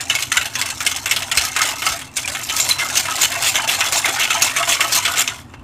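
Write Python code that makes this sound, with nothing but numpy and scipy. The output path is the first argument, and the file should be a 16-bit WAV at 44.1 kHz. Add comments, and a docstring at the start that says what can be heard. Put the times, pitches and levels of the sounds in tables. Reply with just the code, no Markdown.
"""A light knock, then a gulp: close by in a kitchen, a wire whisk beats thin egg batter in a steel bowl.
Flicks at about four a second plunge in, and noise knocks with short notes put the wires on the far wall in turn.
After a brief lift the sweeps come harder and add scrapes, dense noise bursts under a swelling pressure; then it stops.
The batter is many small rising sine bubbles and crackling noise; filters with resonances make the bowl ring.
Short room reflections surround it, dull thumps come from the counter, and a fan hums behind."""
import sys
import numpy as np
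from scipy import signal
from scipy.fft import rfft, irfft
from scipy.io import wavfile

SR = 44100
rng = np.random.default_rng(int(sys.argv[2]) if len(sys.argv) > 2 else 0)


def wav_out(sig):
    """Save sig, one row per channel (or a flat mono array), as 16-bit PCM at SR to the path in sys.argv[1]."""
    wavfile.write(sys.argv[1], SR, np.round(np.clip(np.atleast_2d(sig).T, -1, 1) * 32767).astype(np.int16))


N = 248456
TIME = np.arange(N) / SR

# flicks across the bowl, each begun by a knock on the bottom: start_s, knock_db
FLICKS = [(.0977, -17.5), (.318, -17.5), (.553, -22), (.804, -21), (1.058, -19), (1.314, -18.5),
          (1.563, -16.5), (1.82, -21.5)]
# sweeps round the bowl that dive through the batter: start_s, knock_db, gulp_db
SWEEPS = [(2.276, -23.5, -45), (2.497, -20, -41), (2.788, -22.5, -26.5), (3.055, -23.5, -36),
          (3.318, -23.5, -33), (3.5543, -16, -24.5), (3.806, -14.5, -24.5), (4.0557, -15.5, -29.5),
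          (4.304, -15.5, -29), (4.563, -18.5, -29), (4.806, -12.5, -26.5), (5.051, -16, -29.5),
          (5.276, -22, -38)]
# each flick ends on the far wall: start_s, bowl_clank_db, wire_ting_db, gap_to_next_wire_s
WALL_KNOCKS = [(0.1509, -19, -19.5, .036), (0.3692, -14.5, -15, .043), (.6132, -19, -16.5, 0.044),
               (0.8637, -16.5, -14.5, 0.049), (1.111, -17, -16.5, 0.055), (1.372, -17, -13.5, .039),
               (1.6163, -16, -15, 0.036), (1.865, -18, -17.5, .028)]
# wires reaching the far wall in turn, relative to the wall knock: clank_db, ting_db
WIRE_TURNS = [(-0.5, 0.5), (-7, -9), (-9, -8)]
# wires land on the wall and drag along it: start_s, length_s, bowl_clank_db, wire_ting_db, landing_knock_db
SCRAPES = [(2.167, 0.037, -24.5, -22.5, -17.5), (2.565, 0.091, -30.5, -20.5, -17.5),
           (2.689, 0.044, -21, -18, -14), (2.954, .058, -22.5, -19, -19), (3.213, 0.043, -16, -12.5, -22),
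           (3.425, 0.076, -20.5, -17, -26), (3.676, 0.083, -20.5, -21, -20.5),
           (3.923, 0.078, -28, -18, -16), (4.196, 0.061, -18, -20.5, -20.5), (4.42, .065, -22.5, -18, -9.5),
           (4.69, 0.068, -17.5, -16.5, -19), (4.923, 0.066, -22.5, -15.5, -16),
           (5.165, 0.059, -16, -17, -29)]
# lone knocks between the strokes: start_s, bowl_clank_db, wire_ting_db
LONE_KNOCKS = [(.007, -29, -25.5), (.2228, -34, -18.5), (1.162, -22, -19.5), (2.013, -29.5, -38),
               (2.35, -23, -30), (2.599, -27, -20.5), (2.972, -32, -11), (3.154, -31, -19.5),
               (4.628, -18, -25.5)]
# how briskly the whisk stirs, before the swish of each stroke: time_s, slosh_db, wire_rustle_db
STIR = [(0.0, -32.5, -33), (0.34, -35.5, -33), (1.32, -30.5, -32), (1.5, -26.5, -26), (1.82, -29.5, -29),
        (2.01, -35.5, -35), (2.22, -30, -30), (2.4, -30, -30), (3.9, -24, -26.5), (5.14, -25.5, -29.5),
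        (5.38, -41, -44.5), (5.63, -46, -62)]
# swish over one stroke, quietest near the turn before the next plunge: share_of_stroke, level_db
FLICK_SWISH = [(0, -2.5), (.08, 4), (.35, 2.5), (.62, 1.5), (.8, -5.5), (1, -4)]
SWEEP_SWISH = [(0, -0.5), (.12, 3), (.35, -1), (.62, 2.5), (.76, 0.5), (.87, -4.5), (1, 1)]
# a rubbed wire or the bowl sings out briefly: start_s, centre_pitch_hz, level_db
RINGS = [(1.866, 1294, -15.5), (2.244, 2400, -23), (2.6, 7360, -12), (2.708, 4040, -8), (4.421, 6380, -11)]
# the lifted whisk touches the bowl softly: start_s, level_db (before softening)
TAP = (5.538, -23)
# the bowl rocks on the counter: start_s, level_db
THUMPS = [(0.386, -40), (1.371, -31.5), (1.9, -34), (5.58, -36)]
# broad colours of bowl, wires, batter and the air of the kitchen: frequency_hz, relative_level_db
CLANK_COLOUR = [(150, -32.5), (400, -10.5), (520, -14), (750, -6), (1400, -2), (2200, 1.5), (3400, 3.5),
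                (4200, -8.5), (6000, -28.5)]
TING_COLOUR = [(2000, -16.5), (3400, -11.5), (4100, 0), (4800, -5), (6300, -1.5), (7800, -1.5),
               (9400, -5.5), (10400, -11.5), (11300, -8), (15300, -16)]
BATTER_COLOUR = [(150, -22), (350, -3), (500, -12), (700, -2), (1000, -1), (1400, -0.5), (3000, 2.5),
                 (4500, -4.5), (9000, -6.5), (15000, -19.5)]
KITCHEN_COLOUR = [(20, -10), (35, -36), (50, -7.5), (80, 1.5), (130, 2), (175, -14.5), (260, 0),
                  (450, -17.5), (1000, -12.5), (3000, -34), (8000, -53), (15000, -57)]
# resonances of the filled bowl: frequency_hz, width_hz, level_over_broad_colour_db
BOWL_MODES = [(670, 47, -3.5), (833, 8.9, -13), (1297, 38, -6), (1472, 46, -9.5), (2161, 49, 0),
              (2680, 106, -2), (3530, 240, -8), (4400, 53, -13), (5290, 350, -7.5), (6120, 120, -5.5),
              (6700, 89, -5.5), (7340, 104, -1)]
# fan tones: pitch_hz, level_db (before the swell)
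FAN_TONES = [(91.5, -55), (119, -60), (130, -51), (264, -61)]

PLUNGE_TING_DB, FLICK_GULP_DB = -2.5, -13.5  # relative to the knock of the plunge
LAND_CLANK_DB = -10.5  # a glancing landing hardly stirs the bowl: clank relative to the landing knock
WALL_RING_HZ, WALL_RING_DB = 2150, 0.5  # the modes that a wall knock wakes, level relative to its clank
SCRAPE_ARCH_DB = 3.5  # a scrape presses harder in its middle than at its ends
SLOSH_DB, RUSTLE_DB = -1.5, -0.07  # overall level of the slosh and of the wire rustle
SLOSH_LAG_S = 0.034  # the slosh level runs this much behind the rustle level
LIFT_S, LIFT_WIDTH_S, LIFT_DB = 2.11, 0.049, -20.5  # the whisk leaves the batter between flicks and sweeps
REST_S, REST_FADE_S, REST_DB = 5.39, 0.032, -9.5  # the whisk comes to rest and the batter settles
TOP_HZ = 15400  # upper limit of the recorder


def whisk(rustle_db):
    """Knocks and stick-slip scrapes drive the low ring of the bowl and the bright ring of the wires."""
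    low_slips = chatter(rate=600, spread_db=-2.0, fade_s=0.0026)
    high_slips = chatter(rate=600, spread_db=-2.0, fade_s=0.0026)
    hits = contacts()

    clank = knocks(hits, 1, rise_s=0.00057, fade_s=0.0091, follow_s=.008, follow_db=-8.0,
                   ring_hz=2005, ring_spread=.7, ring_cycles=114, ring_db=-13.5)
    clank = clank + low_slips * pressure(2, rise_s=0.0028, release_s=0.003)

    ting = knocks(hits, 2, rise_s=.0012, fade_s=.005, follow_s=.008, follow_db=-9,
                  ring_hz=6500, ring_spread=.55, ring_cycles=140, ring_db=-12)
    ting = ting + high_slips * pressure(3, rise_s=0.0046, release_s=0.0019)

    # between knocks the loops keep grazing the wall and each other
    rustle = undb(rustle_db) * chatter(rate=220, spread_db=2.5, fade_s=0.0039)
    steel = body(clank, CLANK_COLOUR, BOWL_MODES) + body(ting + rustle, TING_COLOUR, BOWL_MODES)
    return wander(steel, low_hz=1200, high_hz=13500, depth_db=5, rate=40, sharpness=18)


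def contacts():
    """Every knock of wire on steel, as rows of (start_s, clank_db, ting_db)."""
    bottom = [(s, db, db + PLUNGE_TING_DB) for s, db, *_ in FLICKS + SWEEPS]
    wall = []
    for s, clank_db, ting_db, gap_s in WALL_KNOCKS:
        for k, (turn_clank_db, turn_ting_db) in enumerate(WIRE_TURNS):
            wall.append((s + k * gap_s, clank_db + turn_clank_db, ting_db + turn_ting_db))
    landings = [(s, db + LAND_CLANK_DB, db) for s, *_, db in SCRAPES]
    return bottom + wall + landings + LONE_KNOCKS


def knocks(rows, column, rise_s, fade_s, follow_s, follow_db,
           ring_hz, ring_spread, ring_cycles, ring_db, count=5):
    """One wire lands and buzzes on the steel, the next follows; each knock rings with a few notes of its own."""
    track, t = np.zeros(N), TIME[:SR // 10]
    attack = int(.012 * SR)  # the level is set over this opening
    for row in rows:
        late = t - follow_s * rng.uniform(.5, 1.4)
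        second_wire = undb(follow_db) * (late > 0) * np.exp(-np.abs(late) / fade_s)
        hit = (np.exp(-t / fade_s) + second_wire) * rng.standard_normal(len(t))
        # ring_spread is in octaves either way
        notes_hz = ring_hz * 2 ** (ring_spread * rng.uniform(-1, 1, count))
        for hz, sign in zip(notes_hz, rng.choice([-1, 1], count)):
            note = ping(hz, ring_cycles)[:len(t)]
            hit[:len(note)] += undb(ring_db) * sign * note
        # the film of batter cushions the landing
        hit *= 1 - np.exp(-t / (rise_s * np.exp(rng.uniform(-1.2, .4))))
        add(track, row[0], hit * undb(row[column]) / np.sqrt(np.mean(hit[:attack] ** 2)))
    return track


def pressure(column, rise_s, release_s):
    """How hard the wires press on the wall: each scrape lands, swells to its middle and lets go."""
    total = np.zeros(N)
    for row in SCRAPES:
        age, length_s = TIME - row[0], row[1]
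        arch_db = -SCRAPE_ARCH_DB * (2 * np.clip(age / length_s, 0, 1) - 1) ** 2
        landing = np.minimum(age, 0) / rise_s
        release = np.maximum(age - length_s, 0) / release_s
        total += undb(row[column] + arch_db) * np.exp(landing - release)
    return total


def swish():
    """Level in dB that rises and falls through each stroke, dips at the lift and drops at rest."""
    starts = [s for s, _ in plunges()]
    # one more stroke on either side covers the ends
    starts = [2 * starts[0] - starts[1], *starts, 2 * starts[-1] - starts[-2]]
    share = np.interp(TIME, starts, np.arange(len(starts))) % 1
    flick_db = np.interp(share, *np.transpose(FLICK_SWISH))
    sweep_db = np.interp(share, *np.transpose(SWEEP_SWISH))
    lift_db = LIFT_DB * np.exp(-((TIME - LIFT_S) / LIFT_WIDTH_S) ** 2)
    rest_db = REST_DB * np.clip((TIME - REST_S) / REST_FADE_S, 0, 1)
    return np.where(TIME < LIFT_S, flick_db, sweep_db) + lift_db + rest_db


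def rings(rub_s, spread, count=5):
    """A short rub swells a cluster of close modes, which beat as they die."""
    track, t = np.zeros(N), TIME[:SR // 8]
    swell = t / rub_s * np.exp(1 - t / rub_s)
    wall_rings = [(s, WALL_RING_HZ, db + WALL_RING_DB) for s, db, *_ in WALL_KNOCKS]
    for s, hz, db in wall_rings + RINGS:
        notes_hz = hz * (1 + spread * np.linspace(-1, 1, count) * rng.random(count))
        notes = np.sin(2 * np.pi * (notes_hz * t[:, None] + rng.random(count)))
        ring = swell * notes.sum(axis=1)
        add(track, s, undb(db) * ring * np.linalg.norm(swell) / np.linalg.norm(ring))
    return track


def tap(fade_s, soft_hz):
    """A coated wire touches the bowl with a dull tick: a fading noise burst, softened above soft_hz."""
    track, t = np.zeros(N), TIME[:SR // 10]
    start_s, level_db = TAP
    add(track, start_s, undb(level_db) * rng.standard_normal(len(t)) * np.exp(-t / fade_s))
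    softened = signal.lfilter(*signal.butter(1, soft_hz, fs=SR), track)
    return body(softened, BATTER_COLOUR, BOWL_MODES)


def batter(slosh_db, count=2400):
    """Bubbles of all sizes and wet crackle follow the stirring; the bowl colours them."""
    pitches = 480 * 2 ** (2.8 * rng.random(count) ** .7)
    times = rng.random(count) * N / SR
    froth = unit(bubbles(times, pitches, cycles=32, spread_db=2.5, glide=0.042))
    crackle = chatter(rate=300, spread_db=6.5, fade_s=0.0053)
    slosh = undb(slosh_db) * (crackle + froth / 2)
    plunge = gulps(length_s=.05, first_hz=2900, last_hz=1250, scatter=.38)
    liquid = body(slosh + plunge, BATTER_COLOUR, BOWL_MODES)
    return wander(liquid, low_hz=690, high_hz=3400, depth_db=6.5, rate=22, sharpness=30, count=14)


def plunges():
    """Every dive into the batter, as rows of (start_s, gulp_db)."""
    return [(s, db + FLICK_GULP_DB) for s, db in FLICKS] + [(s, db) for s, _, db in SWEEPS]


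def gulps(length_s, first_hz, last_hz, scatter, count=48):
    """The cavity behind the wires opens up, so each plunge sheds ever larger, on the whole lower bubbles."""
    track = np.zeros(N)
    for s, db in plunges():
        age = (np.arange(count) + rng.random(count)) / count
        # scatter is in octaves
        hz = first_hz * (last_hz / first_hz) ** age * 2 ** (scatter * rng.standard_normal(count))
        track += undb(db) * bubbles(s + age * length_s, hz, cycles=26.0, spread_db=2.0, glide=0.066)
    return track


def bubbles(times, pitches, cycles, spread_db, glide):
    """Trapped air pockets of uneven size ring briefly in the liquid, rising in pitch."""
    track = np.zeros(N)
    chances = np.clip(rng.standard_normal((len(times), 2)), -2, 2)
    for s, hz, (size, life) in zip(times, pitches, chances):
        note = ping(min(hz, SR / 3), cycles * np.exp(life / 3), glide)
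        add(track, s, undb(spread_db * size) * note)
    return track


def thumps(cycles):
    """The heavy bowl bumps the counter, which answers with a few dull notes."""
    track = np.zeros(N)
    for s, db in THUMPS:
        for hz in (56, 72, 97):
            add(track, s, undb(db) * ping(hz * rng.uniform(0.98, 1.34), cycles))
    return signal.sosfilt(signal.butter(6, 48, "high", fs=SR, output="sos"), track)


def room(x, t60_s, wet_db, gap_s):
    """Counter, tiles and cupboards return a short, diffuse tail after a gap."""
    t = TIME[:SR // 2]
    tail = rng.standard_normal(len(t)) * undb(-60 * t / t60_s) * np.clip(t / gap_s - 1, 0, 1)
    return x + undb(wet_db) * signal.fftconvolve(x, tail / np.linalg.norm(tail))[:N]


def fan():
    """A steady low rush of air with a few wavering tones that swell once, from 1.5 to 3 s."""
    swell_db = np.interp(TIME, (1.5, 3), (-2, 1))
    hum = np.zeros(N)
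    for hz, db in FAN_TONES:
        gain = undb(db + swell_db + 1.9 * walk(9.9)) * np.sqrt(2)
        hum += gain * np.sin(2 * np.pi * hz * TIME + 0.89 * walk(12))
    return hum + undb(-41.5) * body(rng.standard_normal(N), KITCHEN_COLOUR)


def chatter(rate, spread_db, fade_s):
    """Tiny contacts of uneven size at random moments (rate per second), each a noise burst that dies away."""
    sizes = undb(spread_db * np.clip(rng.standard_normal(N), -2, 2))
    hits = (rng.random(N) < rate / SR) * sizes
    energy = signal.lfilter([1], [1, -np.exp(-2 / (fade_s * SR))], hits ** 2)
    return unit(np.sqrt(energy + 1e-18) * rng.standard_normal(N))


def ping(hz, cycles, glide=0):
    """A sine that falls by 60 dB in so many cycles of its first pitch while that pitch glides up."""
    life = np.arange(int(cycles / hz * SR) + 2) / (cycles / hz * SR)
    return np.sin(2 * np.pi * cycles * life * (1 + glide * life / 2)) * np.exp(-np.log(1000) * life)


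def body(x, colour, modes=(), size=8192):
    """Ring x through a causal filter of unit energy: a broad colour with resonances on it."""
    hz = np.arange(size // 2 + 1) * SR / size + 1
    knots, db = np.transpose(colour)
    gain = undb(np.interp(np.log(hz), np.log(knots), db))
    gain = gain * np.abs(1 + sum(undb(d) / (1 + 2j * (hz - f) / w) for f, w, d in modes))
    # folding the cepstrum gives minimum phase, so the ring follows the blow
    cepstrum = irfft(np.log(gain))
    cepstrum[1:size // 2] *= 2
    cepstrum[size // 2 + 1:] = 0
    response = irfft(np.exp(rfft(cepstrum)))
    return signal.fftconvolve(x, response / np.linalg.norm(response))[:N]


def wander(x, low_hz, high_hz, depth_db, rate, sharpness, count=20):
    """As the whisk travels and the batter shifts, the bowl favours now these bands, now those."""
    out = x
    for hz in np.geomspace(low_hz, high_hz, count):
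        drive = x * (undb(depth_db * np.clip(walk(rate), -2, 2)) - 1)
        out = out + signal.lfilter(*signal.iirpeak(hz, sharpness, fs=SR), drive)
    return out * np.std(x) / np.std(out)


def walk(rate):
    """Random drift with a spread near one, in straight lines between rate knots a second."""
    knots = rng.standard_normal(4096)
    return 1.2 * np.interp(TIME * rate, np.arange(len(knots)), knots)


def undb(db):
    """Decibels to gain."""
    return 10 ** (np.asarray(db) / 20)


def unit(x):
    """Scale to an rms of one."""
    return x / np.sqrt(np.mean(x ** 2) + 1e-18)


def add(track, s, sound):
    """Mix a sound into a track at time s."""
    i = int(np.clip(s * SR, 0, N - 1))
    track[i:i + len(sound)] += sound[:N - i]


def scene():
    """Whisk and batter close by, with the kitchen around them and the fan behind."""
    s, slosh_db, rustle_db = np.transpose(STIR)
    swish_db = swish()
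    wires = whisk(np.interp(TIME, s, rustle_db) + swish_db + RUSTLE_DB)
    liquid = batter(np.interp(TIME - SLOSH_LAG_S, s, slosh_db) + swish_db + SLOSH_DB)
    beating = wires + liquid + tap(fade_s=0.009, soft_hz=990) + rings(rub_s=0.0043, spread=.07)
    in_room = room(beating, t60_s=0.29, wet_db=-13.5, gap_s=0.0055)
    return (in_room + thumps(cycles=14) + fan())[None]


def record(dry):
    """The recorder rounds the highest peaks and cuts the top."""
    rounded = np.tanh(dry)
    return signal.sosfilt(signal.ellip(10, .2, 80, TOP_HZ, fs=SR, output="sos"), rounded)


dry = scene()
out = record(dry)
wav_out(out)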